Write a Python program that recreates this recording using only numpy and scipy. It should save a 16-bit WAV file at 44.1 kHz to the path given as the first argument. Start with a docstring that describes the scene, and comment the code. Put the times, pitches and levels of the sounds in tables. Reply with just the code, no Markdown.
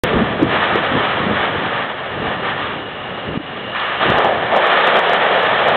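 """On a windy volcanic slope, a vent shoots out gas, heard through a small camera.
Tiny swirls in the gas hiss in surges; from four seconds on, big ones swell into a throaty, pulsing roar.
Gusts rumble, short thumps hit the microphone, and one sharp crack comes as the roar begins.
The camera clicks on, its zoom motor whirs for about two seconds, and a finger scrapes it once.
The loudest peaks overload the microphone."""
import sys
import numpy as np
from scipy import signal
from scipy.fft import rfft, irfft
from scipy.io import wavfile

SR = 44100
rng = np.random.default_rng(int(sys.argv[2]) if len(sys.argv) > 2 else 0)


def waveform_to_disk(signal):
    """Save audio, clipped to [-1, 1], as 16-bit WAV at the path in sys.argv[1]."""
    frames = np.transpose(np.atleast_2d(signal))
    scaled = np.clip(frames, -1, 1) * 32767
    samples = np.round(scaled).astype(np.int16)
    wavfile.write(sys.argv[1], SR, samples)


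N = 254016
TIME = np.arange(N) / SR
FREQS = np.fft.rfftfreq(N, 1 / SR)

# Levels in the tables are relative: the functions set the final loudness.
# tone of the gas jet's hiss and of its roar: f/Hz, level/dB
HISS_TONE = [(100, -30.5), (300, -17), (700, -4.5), (950, -1), (1300, 0), (1850, -2), (2100, -2.5),
             (2600, -6.5), (3300, -7.5), (3700, -14.5), (4400, -28.5)]
ROAR_TONE = [(40, -35.5), (100, -27), (160, -13), (215, -9.5), (285, -16), (420, -2.5), (540, 2),
             (760, 1.5), (880, -3.5), (1100, -10), (1400, -26.5), (1720, -22.5), (2200, -29), (4000, -45)]
# surges of gas: start t/s, length/s, rise/s, hiss level/dB, fade/(dB per s), roar compared with hiss/dB
GAS_SURGES = [(0.016, 0.28, 0.017, -16.5, 34.5, -5.5), (0.456, 0.47, 0.096, -13, 11, -3),
              (0.926, 0.36, 0.079, -14, 19, -3), (1.253, .21, 0.13, -16, 0, -2.5),
              (1.516, 0.31, 0.015, -21.5, -7, -3), (2.173, 0.15, 0.087, -22.5, -3.5, 0),
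              (2.42, 0.1, .025, -17.5, 23.5, -5), (2.548, 0.15, 0.034, -22, -2.5, -10),
              (3.726, 0.21, 0.027, -18.5, 5.5, -17), (3.995, 0.24, 0.021, -13, 13, -2),
              (4.416, 0.58, 0.31, -10.5, 5, -4.5), (5.038, 0.82, 0.038, -15, 0, -3)]
# level of the steady hiss and roar between surges, quieter in the middle: t/s, level/dB
BASE_LEVELS = [(0, -21.5), (1.9, -25), (2.08, -24), (2.7, -26.5), (2.9, -28.5), (3.05, -26.5), (3.35, -27),
               (3.7, -27), (4.0, -22), (4.4, -19.5)]
# throaty blasts from the vent: start t/s, length/s, rise/s, roar level/dB
ROAR_BLASTS = [(4.115, 0.071, 0.04, -10.5), (4.211, 0.055, 0.043, -9.5), (4.495, 0.07, 0.027, -8),
               (4.623, 0.28, 0.16, -13.5), (4.909, 0.047, 0.022, -10.5), (5.051, 0.35, .03, -13),
               (5.42, 0.72, 0.28, -11.5)]
# tone of the wind's rumble: f/Hz, level/dB
WIND_TONE = [(15, -35), (40, -28), (75, -5.5), (130, -1), (230, -1), (330, -3.5), (450, -1.5), (700, -12),
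             (2000, -35), (4000, -55.5)]
# the breeze on the microphone: t/s, level/dB
BREEZE_LEVELS = [(0, -23), (.35, -19), (.55, -18.5), (.68, -26.5), (1.65, -22), (1.95, -31.5), (2.35, -25),
                 (2.8, -25.5), (2.92, -30), (3.65, -27.5), (3.85, -33.5), (4.45, -24), (4.7, -44),
                 (5.2, -35), (5.65, -26)]
# gusts on top of the breeze: peak t/s, level/dB, half length/s
WIND_GUSTS = [(0.033, -11.5, 0.026), (0.173, -11.5, 0.049), (0.436, -12.5, 0.031), (0.759, -18.5, 0.048),
              (0.958, -14.5, 0.038), (1.219, -18.5, 0.043), (1.32, -13.5, 0.026), (1.56, -21, 0.021),
              (2.23, -21.5, 0.073), (3.122, -27, 0.024), (3.309, -21.5, 0.043), (4.087, -16.5, 0.054)]
# short thumps on the microphone, and one sharp crack as the roar begins:
# middle t/s, level/dB, f/Hz, half length/s
THUMPS_AND_CRACK = [(0.164, -17, 56, 0.0098), (0.168, -9, 260, 0.005), (0.195, -9, 152, 0.0052),
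                    (0.222, -8.5, 216, 0.0094), (0.43, 0, 307, 0.0041), (0.758, -4.5, 410, 0.0019),
                    (0.955, -5.5, 260, 0.0021), (1.270, -9.5, 204, 0.0059), (1.313, -12.5, 200, 0.006),
                    (3.290, -12.5, 172, 0.0022), (3.359, -18.5, 271, 0.0063), (3.376, -7.5, 192, 0.0022),
                    (3.403, -20, 306, 0.0055), (4.102, -8, 160, 0.0034), (4.121, 0.5, 450, 0.00062)]
# loudness of the zoom motor: t/s, level/dB
ZOOM_LEVELS = [(1.55, -51), (1.9, -40), (2.6, -38), (3.2, -36.5), (3.7, -34.5), (4.1, -30), (4.3, -60)]
# pitches the camera case boosts or weakens: f/Hz, width/Hz, level change/dB
CASE_BANDS = [(784, 35, 0.5), (1210, 90, 4), (1770, 130, 4.5), (2063, 74, -2), (2140, 88, -1.5),
              (2522, 130, -2.5), (2920, 74, 1.5), (3490, 450, 2)]
# the camera's double click as it switches on: start t/s, length/s
POWER_CLICKS = [(0.0365, .0008), (0.0387, 0.00068)]


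def gas_jet(roar_db=-1.94, waver_db=0.62, flutter_db=0.44, throb_db=0.88, crackle_db=-11):
    """Tiny swirls hiss, big ones throb in the vent's throat, and small shocks crackle in the hiss."""
    hiss_gain, roar_gain = vent_gains()
    waver = band_noise(centre_hz=11.3, width_hz=5)
    flutter = band_noise(centre_hz=22.6, width_hz=20)
    throb = band_noise(centre_hz=28.8, width_hz=12)
    shock_starts = rng.random(N) < 300 / SR  # about 300 a second
    shocks = shock_starts * np.minimum(rng.exponential(1, N), 3)
    hiss = rushing_air(HISS_TONE, steady_s=0.032) + amp(crackle_db) * shape_tone(shocks, HISS_TONE)
    roar = rushing_air(ROAR_TONE, steady_s=0.28) * amp(throb_db * throb)
    wobble = amp(waver_db * waver + flutter_db * flutter)
    return hiss_gain * unit(hiss * wobble) + amp(roar_db) * roar_gain * unit(roar * wobble)


def vent_gains():
    """How loud hiss and roar are: both share a base level, surges add to both, blasts only to the roar."""
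    hiss_power = amp(curve(BASE_LEVELS)) ** 2
    blasts = sum(outburst(*row, fade_db_per_s=0, tail_s=0.12) for row in ROAR_BLASTS)
    roar_power = hiss_power + blasts
    for *shape, roar_db in GAS_SURGES:
        surge = outburst(*shape, tail_s=0.074)
        hiss_power += surge
        roar_power += surge * amp(roar_db) ** 2
    return np.sqrt(hiss_power), np.sqrt(roar_power)


def outburst(start_s, length_s, rise_s, db, fade_db_per_s, tail_s):
    """The power of one push of gas: it rises, holds or drifts in level, then dies away."""
    age = np.maximum(TIME - start_s, 0)
    rise = np.minimum(age / rise_s, 1)
    tail = np.exp(-np.maximum(age - length_s, 0) / tail_s)
    return (rise * amp(db - fade_db_per_s * age) * tail) ** 2


def wind(rumble_db=-4.0, lump_db=1.5):
    """Air swirling past the microphone makes a lumpy rumble that swells with each gust."""
    gusts = sum(amp(db) ** 2 * bell(TIME, peak_s, half_s) for peak_s, db, half_s in WIND_GUSTS)
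    power = amp(curve(BREEZE_LEVELS)) ** 2 + gusts
    lumps = band_noise(centre_hz=35.5, width_hz=17)
    rumble = rushing_air(WIND_TONE, steady_s=0.034) * amp(lump_db * lumps)
    return amp(rumble_db) * np.sqrt(power) * unit(rumble)


def thumps_and_crack(roughness=0.031):
    """Quick swings of pressure at the microphone sound as thumps; the shortest is a sharp crack."""
    swings = np.zeros(N)
    for middle_s, db, hz, half_s in THUMPS_AND_CRACK:
        near = abs(TIME - middle_s) < 6 * half_s
        t = TIME[near] - middle_s
        swings[near] -= amp(db) * np.sin(2 * np.pi * hz * t) / np.cosh(np.pi / 2 * t / half_s)
    return swings * (1 + roughness * band_noise(centre_hz=150, width_hz=460))


def zoom_motor(rattle_db=2, gear_db=-5):
    """The lens motor whirs unevenly over the fine hiss of its gears."""
    rattle = band_noise(centre_hz=35, width_hz=34)
    gears = amp(gear_db) * band_noise(centre_hz=2850, width_hz=1100)
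    whir = band_noise(centre_hz=2860, width_hz=150)
    return amp(curve(ZOOM_LEVELS)) * unit((whir + gears) * amp(rattle_db * rattle))


def finger_scrape(at_s=3.8, db=-25, half_s=0.0039):
    """A finger slips on the camera body with one short scrape."""
    return amp(db) * bell(TIME, at_s, half_s) * band_noise(centre_hz=3360, width_hz=890)


def camera_case(sound, overall_db=-3.5):
    """Small hollows in the case boost some pitches and weaken others."""
    change_db = sum(db * bell(FREQS, hz, width_hz) for hz, width_hz, db in CASE_BANDS)
    return irfft(rfft(sound) * amp(change_db + overall_db), N)


def level_dip(at_s=3.378, depth_db=-9, recover_s=0.06):
    """The level drops briefly after one thump and creeps back."""
    return amp(depth_db * (TIME > at_s) * np.exp(-abs(TIME - at_s) / recover_s))


def rushing_air(tone, steady_s):
    """Noise with the given tone; swings in loudness much slower than steady_s are evened out."""
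    noise = shape_tone(rng.standard_normal(N), tone)
    smooth_power = irfft(rfft(noise ** 2) * bell(FREQS, 0, 1 / steady_s), N)
    return noise / np.sqrt(np.maximum(smooth_power, 0.05))


def shape_tone(sound, tone):
    """Turns a sound's lows and highs up or down to follow a tone table, at average power 1."""
    hz, db = np.transpose(tone)
    gain = amp(np.interp(np.log(FREQS + 1), np.log(hz), db))
    return unit(irfft(rfft(sound) * gain, N))


def band_noise(centre_hz, width_hz):
    """Noise gathered around one frequency, at average power 1."""
    return unit(irfft(rfft(rng.standard_normal(N)) * bell(FREQS, centre_hz, width_hz), N))


def bell(x, centre, width):
    """A smooth hump, 1 at its centre and about a third of that one width away."""
    return np.exp(-((x - centre) / width) ** 2)


def curve(points):
    """Joins points with straight lines over time."""
    return np.interp(TIME, *np.transpose(points))


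def amp(db):
    """Turns decibels into a number to multiply by."""
    return 10 ** (np.asarray(db) / 20)


def unit(x):
    """Scales a signal to average power 1."""
    return x / np.sqrt(np.mean(x ** 2) + 1e-20)


def scene():
    """The far vent, the wind and the camera's own noises meet at one microphone."""
    ongoing = camera_case(gas_jet()) + zoom_motor() + wind()
    return (ongoing * level_dip() + thumps_and_crack() + finger_scrape())[None]


def record(dry, on_s=0.036, soft_limit=1.31, hard_limit=0.71, click_gain=0.43):
    """The microphone clicks on, dulls the highs, and rounds off and clips the loudest peaks."""
    rounded = soft_limit * np.tanh(dry / soft_limit) * (TIME > on_s)
    mic_filter = signal.firwin(241, 4230, window=("kaiser", 8), fs=SR)  # cuts above 4230 Hz
    dulled = signal.oaconvolve(rounded, mic_filter[None], "same")
    clicks = sum((TIME > start_s) & (TIME < start_s + length_s) for start_s, length_s in POWER_CLICKS)
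    clipped = np.clip(dulled - click_gain * clicks, -hard_limit, hard_limit)
    top_filter = signal.firwin(511, 15800, window=("kaiser", 9), fs=SR)  # cuts above 15800 Hz
    return signal.oaconvolve(clipped, top_filter[None], "same")


dry = scene()
out = record(dry)
waveform_to_disk(out)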